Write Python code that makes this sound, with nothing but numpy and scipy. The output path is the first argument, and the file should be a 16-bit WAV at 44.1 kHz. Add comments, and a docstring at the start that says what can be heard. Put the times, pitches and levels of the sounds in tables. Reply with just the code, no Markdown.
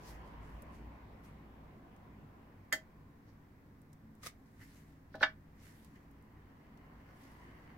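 """Flowers are trimmed at a glass table in a garden, heard in stereo from a few metres away.
Over the drone of a town, traffic fades and returns and an engine's low hum swells once: noise, slow tones.
Leaves and a dress rustle and tick from the start: crackles of tiny clicks under gain strokes.
Pruning shears clack as they are picked up, crunch through one thick stem and are laid back on the glass:
decaying modes and noise for each blow, coloured crackle for the tearing and the scrape on the glass."""
import sys
import numpy as np
from scipy import signal
from scipy.fft import rfft, irfft, next_fast_len
from scipy.io import wavfile
from scipy.ndimage import uniform_filter1d, map_coordinates

SR = 44100
rng = np.random.default_rng(int(sys.argv[2]) if len(sys.argv) > 2 else 0)


def int16_out(signal):
    """Quantize to a 16-bit WAV file."""
    q = np.round(np.clip(np.atleast_2d(signal).T, -1, 1) * 32767)
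    wavfile.write(sys.argv[1], SR, q.astype(np.int16))


N = 342921
T = np.arange(N) / SR
RING = T[:SR // 2]  # time axis of one ringing sound, s


def undb(db):
    """Decibels to gain."""
    return 10 ** (np.asarray(db) / 20)


def unit(x):
    """Scale to rms 1."""
    return x / np.sqrt(np.mean(x ** 2))


def add(out, s, sound):
    """Mix a sound in at time s."""
    i = max(int(s * SR), 0)
    out[:, i:i + sound.shape[1]] += sound[:, :N - i]


def on_log(hz, points):
    """Read (f/Hz, value) points on a log-frequency axis."""
    f, value = np.transpose(points)
    return np.interp(np.log(hz + 1), np.log(f), value)


def bins(x):
    """Frequencies of a signal's spectrum."""
    return np.fft.rfftfreq(x.shape[-1], 1 / SR)


def colour(x, points):
    """Filter a signal through a (f/Hz, level/dB) curve, then set it to rms 1."""
    size = next_fast_len(x.shape[-1])
    gain = undb(on_log(np.fft.rfftfreq(size, 1 / SR), points))
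    return unit(irfft(rfft(x, size) * gain, size)[..., :x.shape[-1]])


def spread(pair, reach=1):
    """Two unrelated signals become left and right: alike in the bass; a larger reach keeps them alike higher up."""
    # likeness of two microphones in diffuse sound: f/Hz, correlation
    likeness = [(40, 0.99), (130, 0.94), (300, 0.89), (1000, 0), (2000, 0), (4000, 0.011), (16000, 0)]
    alike = np.clip(on_log(bins(pair) / reach, likeness), -1, 1)
    mid, side = irfft(rfft(pair) * np.sqrt([1 + alike, 1 - alike]), pair.shape[1])
    return np.array([mid + side, mid - side]) / 2


def air(points, size=N, reach=1):
    """Stereo noise of a given colour."""
    noise = rng.standard_normal((2, next_fast_len(size)))
    return colour(spread(noise, reach), points)[:, :size]


def walk(rate):
    """Slow chance with a spread near 1: random values, rate per second, joined smoothly."""
    k = int(SR / rate)
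    steps = np.repeat(rng.standard_normal(N // k + 1), k)
    return unit(uniform_filter1d(steps, k)[:N])


def fade(t60):
    """Free decay, 60 dB in t60 seconds."""
    return np.exp(-np.log(1000) * RING / t60)


def gesture(strokes):
    """Gain of strokes that each grow 20 dB over the rise time and sink 20 dB over the fall time; powers add."""
    flank_db = 20
    power = 0
    for s, db, rise, fall in strokes:
        below_peak = np.maximum((s - T) / rise, (T - s) / fall)
        power = power + undb(db - flank_db * np.minimum(below_peak, 10)) ** 2
    return np.sqrt(power)


def flutter(x, depth_db, rate, count=22):
    """Let each of a number of bands waver in level on its own, rate times a second."""
    hz, s, cells = signal.stft(x, SR, nperseg=512)
    band = np.interp(np.log1p(hz), np.log([400, 12000]), [0, count - 1])
    chance = rng.standard_normal((count, int(T[-1] * rate) + 3))
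    where = np.meshgrid(band, s * rate, indexing="ij")
    sway = map_coordinates(chance, where, order=1, mode="nearest")
    return unit(signal.istft(cells * undb(depth_db * sway), SR)[1][:, :N])


def crackle(per_s, scatter_db):
    """Tiny fractures: sparse clicks of random sign and uneven size, at rms 1."""
    sizes = undb(scatter_db * np.minimum(rng.exponential(size=(2, N)), 4))
    happens = rng.random((2, N)) < per_s / SR
    return unit(spread(happens * sizes * rng.choice([-1, 1], (2, N))))


def ring(modes, skew):
    """Modes of a struck body, all starting together; high modes differ more in phase between left and right."""
    out = 0
    for k, (hz, db, t60) in enumerate(modes):
        phase_gap = min(skew * (hz / 1000) ** 0.68, np.pi / 2)  # radians
        apart = phase_gap * (-1) ** k * np.array([[1], [-1]]) / 2
        out = out + undb(db) * fade(t60) * np.cos(2 * np.pi * hz * RING + apart)
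    # the contact takes a moment to build
    return out * (1 - fade(.005))


def strike(blows, body, crack, crack_db, crack_t60, tail_db, tail_t60):
    """Blows ring clear modes and a crowd of weak ones; a soft contact dulls them, a lasting one damps them."""
    out = np.zeros((2, N))
    decay = undb(crack_db) * fade(crack_t60) + undb(tail_db) * fade(tail_t60)
    crowd = air(crack, size=len(RING), reach=3.44) * decay
    for s, db, hz, damping_t60 in blows:
        contact = signal.butter(4, min(hz, SR / 2 - 1000), fs=SR)
        add(out, s, undb(db) * signal.lfilter(*contact, (body + crowd) * fade(damping_t60)))
    return out


def hiss():
    """Microphone hiss: faint, steady noise, strongest in the top octave."""
    # hiss colour: f/Hz, level/dB per Hz
    hiss_colour = [(3000, -26), (10500, -12), (12500, -2.5), (16000, -3.5)]
    return air(hiss_colour) * undb(-82)


def town():
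    """The town's rumble: broad noise, and narrow drones that swell and sink together."""
    # colour of the broad rumble: f/Hz, level/dB per Hz
    town_colour = [(20, -5.5), (40, -4.5), (100, -4.5), (270, -6), (400, -14.5), (620, -21), (1030, -21),
                   (1300, -24.5), (1900, -24), (3000, -39), (5000, -40.5), (9000, -46.5), (16000, -52)]
    # narrow drones in the rumble: f/Hz, width/Hz, level/dB before the swell
    drone_lines = [(98.3, 9, -67.5), (153.2, 14, -68), (217.2, 20, -70), (275.5, 28, -70.5)]
    swell_db, swell_per_s = 0.8, 1.5
    drones = 0
    for hz, width, db in drone_lines:
        # wandering in level and phase widens the line
        wander = walk(width) + 1j * walk(width)
        drones = drones + undb(db) * unit(np.real(wander * np.exp(2j * np.pi * hz * T)))
    return drones * undb(swell_db * walk(swell_per_s)) + air(town_colour) * undb(-61)


def engine():
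    """A far engine's low hum swells once and sinks back: a firing tone of unsteady pitch within low noise."""
    # the swell in level: peak t/s, gain/dB, rise/s, fall/s
    swell = [(0.7, -50.5, 2.8, 1.2)]
    # engine noise colour: f/Hz, level/dB per Hz
    engine_colour = [(20, -27), (42, -19.5), (57, -0.5), (72, -11), (110, -17.5), (250, -37),
                     (1000, -100.5)]
    firing_hz, wander_hz, floor_db = 57.1, 2.195, -66
    firing = unit(np.sin(2 * np.pi * np.cumsum(firing_hz + wander_hz * walk(6.7)) / SR))
    hum = undb(-2.5) * air(engine_colour) + undb(-4.5) * firing
    return hum * np.hypot(gesture(swell), undb(floor_db))


def passing(s):
    """Gain of a vehicle nearest at time s: it falls with distance and with what stands in the way."""
    road_m, speed_m_s = 12.94, 14.1
    screen_db_per_m = 0.27  # loss through hedges and houses
    metres = np.hypot(speed_m_s * (T - s), road_m)
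    return road_m / metres * undb(-screen_db_per_m * (metres - road_m))


def traffic():
    """Vehicles pass beyond the garden: fluttering tyre noise follows the summed power of the passes."""
    # vehicles: nearest at t/s, tyre roar level/dB
    vehicles = [(0.25, -55), (2.0, -63.5), (6.2, -70.5), (7.6, -61)]
    # tyre roar colour: f/Hz, level/dB per Hz
    tyre_colour = [(70, -4.5), (150, 7.5), (450, 1), (580, -0.5), (780, 0), (880, -1), (1020, 3),
                   (1300, -7), (2100, -9.5), (3200, -19.5), (5000, -30), (9000, -43), (16000, -38.5)]
    roar = np.sqrt(sum((undb(db) * passing(s)) ** 2 for s, db in vehicles))
    return flutter(air(tyre_colour), depth_db=2.5, rate=14) * roar


def foliage():
    """Brushing leaves make a fine grain, broad ones a coarse uneven scuff; now and then a stalk rubs or ticks."""
    # leaves and cloth brush past each other: peak t/s, level/dB, rise/s, fall/s
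    rustles = [(0.086, -60, .11, .11), (0.27, -75.5, .1, 0.11), (0.44, -74.5, .05, 0.48),
               (0.748, -70, .06, 0.1), (1.244, -68.5, 0.019, .1), (4.466, -80, .03, 0.048),
               (4.62, -66.5, 0.047, .15), (4.77, -67.5, 0.34, 0.13), (4.88, -76, 0.055, .2),
               (5.635, -65.5, 0.08, 0.39), (5.85, -73, 0.12, 0.055), (7.235, -71.5, 0.22, 0.56),
               (7.56, -85, 0.33, 0.33)]
    # colour of the fine brushing: f/Hz, level/dB per Hz
    leaf_colour = [(900, -10), (2100, 3.5), (3200, 0.5), (5500, 1), (9000, -1.5), (13000, -1.5),
                   (16000, -11.5)]
    # broad leaves drag over each other: peak t/s, level/dB, rise/s, fall/s
    drags = [(0.04, -67, 0.21, 1.3), (0.42, -71, .04, .1), (3.29, -73, .07, .08), (4.62, -60, 0.038, 0.053),
             (4.76, -73, 0.28, 0.34), (5.66, -68, 0.15, .33), (5.96, -64.5, .02, 0.04),
             (7.1, -70.5, 1.7, 0.65), (7.5, -66, 0.8, 3.5)]
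    # colour of the coarse dragging: f/Hz, level/dB per Hz
    broad_colour = [(500, -15.5), (1300, 4.5), (2050, 10.5), (2500, -4.5), (3000, 1), (3600, -19),
                    (4700, -8.5), (5100, -26), (5550, -11.5), (6200, -20.5), (8000, -27), (16000, -20)]
    # a stalk rubs along the hand or its neighbours: peak t/s, level/dB, rise/s, fall/s
    rubs = [(0.08, -63.5, .1, .08), (3.29, -77, .06, .07), (7.09, -81, .08, .15), (7.24, -77, .06, .1)]
    # colour of the rubbing: f/Hz, level/dB per Hz
    rub_colour = [(2500, -26), (4200, -7), (5000, -4), (6000, -8), (9000, -28)]
    # stalks and leaves tick: t/s, relative level/dB, centre f/Hz
    ticks = [(0.621, -53.5, 10000), (1.963, -67.5, 6500), (3.817, -64.5, 9900), (3.930, -58.5, 7500),
             (4.152, -67, 9000), (5.154, -59.5, 4790), (5.846, -57, 10000), (5.957, -67, 4460),
             (6.112, -66, 12000), (6.224, -69, 11100), (6.774, -64, 4200), (7.235, -65, 5500)]
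    fine = crackle(per_s=3000, scatter_db=2.5)
    coarse = crackle(per_s=900, scatter_db=3)
    brushing = flutter(colour(fine, leaf_colour), depth_db=2.0, rate=25, count=14)
    dragging = flutter(colour(coarse, broad_colour), depth_db=2.5, rate=16, count=14)
    rubbing = colour(crackle(per_s=1600, scatter_db=1), rub_colour)
    out = brushing * gesture(rustles) + dragging * gesture(drags) + rubbing * gesture(rubs)
    for s, db, hz in ticks:
        tick = air([(hz / 4, -18), (hz, 0), (hz * 2, -8)], size=len(RING))
        add(out, s, undb(db - 2.5) * tick * fade(0.03))
    return out


def shears():
    """Steel blades and handles knock together as the shears are lifted; the grip damps their ringing modes."""
    # clacks: t/s, relative level/dB, contact brightness f/Hz, t60 of the damping by the grip/s
    clacks = [(2.7212, -18, 3520, 0.15), (2.7253, -1, 15900, 0.68), (2.7343, -8.5, 9000, 0.43)]
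    # modes of the shears: f/Hz, relative level/dB, undamped t60/s
    steel_modes = [(1370, -9, .07), (1436, -11, .07), (1540, -9, .11), (1640, -5, .055), (1698, -7, .09),
                   (1790, 3, .06), (1860, -3, .055), (1955, -2, .06), (2013, 0, .1), (3200, -12, .1),
                   (4565, -13, .07), (4750, -17, .1), (4970, -16, .06), (6700, -16, .11), (7090, -20, .08),
                   (7650, -20, .09)]
    # colour of the crowded weak modes between them: f/Hz, level/dB per Hz
    steel_crack = [(300, -40), (900, -14), (1700, -34), (2600, -9.5), (3100, 4), (3400, -6), (4500, -3.5),
                   (7000, -1.5), (9500, -9.5), (13000, -7), (16000, -7)]
    return undb(-26) * strike(clacks, ring(steel_modes, skew=0.75), steel_crack,
                              crack_db=-12, crack_t60=0.043, tail_db=-9.5, tail_t60=0.14)


def table():
    """The glass rings under a knock at the lift; later the shears touch it with a short scrape, tip over and land."""
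    # blows, the resting shears damp the glass: t/s, relative level/dB, contact brightness f/Hz, damping t60/s
    blows = [(2.729, -5.5, 617, 5.3), (5.1425, -25, 1710, 0.28), (5.147, -7, 620, 2.8),
             (5.209, -14, 1450, .2), (5.2145, 2, 630, 0.047), (5.2262, -12, 3530, 0.067),
             (5.2295, 1, 7470, 0.36)]
    # modes of the glass table: f/Hz, relative level/dB, undamped t60/s
    glass_modes = [(285, -19, .22), (634, -6.5, .22), (778, -15, .15), (842, -9, .13), (984, -12, .15),
                   (1150, -9, .08), (1293, -14, .05), (1435, -10, .13), (1490, 3, .1), (1539, 2, .09),
                   (1660, -1, .035), (1738, 6, .105), (1892, -4, .07), (1975, 2, .07), (2276, -7, .14),
                   (2815, -8, .11), (3062, -12, .08), (3183, -10, .13), (3372, -13, .13), (3676, -6, .11),
                   (4350, -15, .11), (4685, -15, .1), (4957, -20, .12), (5435, -17, .11)]
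    # colour of the crowded weak modes between them: f/Hz, level/dB per Hz
    glass_crack = [(250, -18.5), (450, -12.5), (650, -3), (1100, -1.5), (1650, 7.5), (2600, -11),
                   (3600, -15), (5500, -17), (7500, -28.5), (10000, -36), (16000, -18)]
    # a short scrape at the first touch, a brief grainy swell into the landing: peak t/s, level/dB, rise/s, fall/s
    grain_strokes = [(5.155, -61, 0.037, 0.034), (5.224, -43.5, 0.023, 0.037)]
    # colour of both: f/Hz, level/dB per Hz
    grain_colour = [(1000, -2), (2500, -3), (4200, 2.5), (5600, -5), (7500, -23.5), (10000, -21),
                    (16000, -22)]
    knocks = strike(blows, ring(glass_modes, skew=0.57), glass_crack,
                    crack_db=-5, crack_t60=0.085, tail_db=-6, tail_t60=0.19)
    grain = colour(crackle(per_s=9600, scatter_db=5.5), grain_colour)
    return undb(-26) * knocks + grain * gesture(grain_strokes)


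def cut():
    """Fibres tear one after another under the blade; the rind snaps and rings the hollow stem."""
    # the blade enters the stem, then drives through it: peak t/s, relative level/dB, rise/s, fall/s
    bites = [(4.236, -50, 0.014, 0.055), (4.27, -43, 0.035, 0.031)]
    # the rind gives way: t/s, relative level/dB, brightness f/Hz, t60 of the damping by the blade/s
    rind_snaps = [(4.2329, -9, 9000, .5), (4.2628, 0.5, 6000, 0.044), (4.2683, 1, 15000, 0.093)]
    # modes of the hollow stem: f/Hz, relative level/dB, undamped t60/s
    stem_modes = [(480, -4, 0.027), (1223, 6, 0.065), (1730, -10, 0.024), (2164, -20, 0.087),
                  (5020, -0.5, .04), (5840, 0, 0.055)]
    # colour of tearing fibres and of the snap's noise: f/Hz, level/dB per Hz
    fibre_colour = [(200, -27), (500, -6.5), (800, -16), (1230, -7.5), (1420, -11), (2000, -3),
                    (2700, -10.5), (5200, -11), (9000, -12.5), (16000, -19.5)]
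    fractures = crackle(per_s=4500, scatter_db=2.5)
    tearing = undb(-1.5) * colour(fractures, fibre_colour) * gesture(bites)
    snaps = strike(rind_snaps, ring(stem_modes, skew=0.44), fibre_colour,
                   crack_db=-0.5, crack_t60=0.013, tail_db=-4.5, tail_t60=0.14)
    return tearing + undb(-45.5) * snaps


def garden(x, wet_db, t60):
    """House walls and fences throw back a short, dull scatter: convolution with decaying noise."""
    scatter = air([(100, -2), (2000, 6), (6000, 1), (16000, -10)], size=len(RING))
    echo = scatter * fade(t60) * (1 - np.exp(-RING / .015))  # soft onset
    echo = echo / np.sqrt(np.sum(echo ** 2) / 2)
    return x + undb(wet_db) * signal.fftconvolve(x, echo, axes=1)[:, :N]


def scene():
    """The work at the table in the open air; its middle range is a shade louder on the right."""
    # stereo balance of the work: f/Hz, left minus right/dB
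    lean = [(400, 1), (700, 0.5), (1400, -3), (2400, 1), (4500, -1.5), (13000, 1)]
    outdoors = hiss() + town() + engine() + traffic()
    work = foliage() + shears() + table() + cut()
    lean_db = on_log(bins(work), lean)
    work = irfft(rfft(work) * undb(np.array([lean_db, -lean_db]) / 2), N)
    return garden(work, wet_db=-18.5, t60=0.14) + outdoors


def record(dry):
    """A steep low-pass cuts the top."""
    top_hz = 15850
    return signal.sosfilt(signal.ellip(10, .2, 70, top_hz, fs=SR, output="sos"), dry)


dry = scene()
out = record(dry)
int16_out(out)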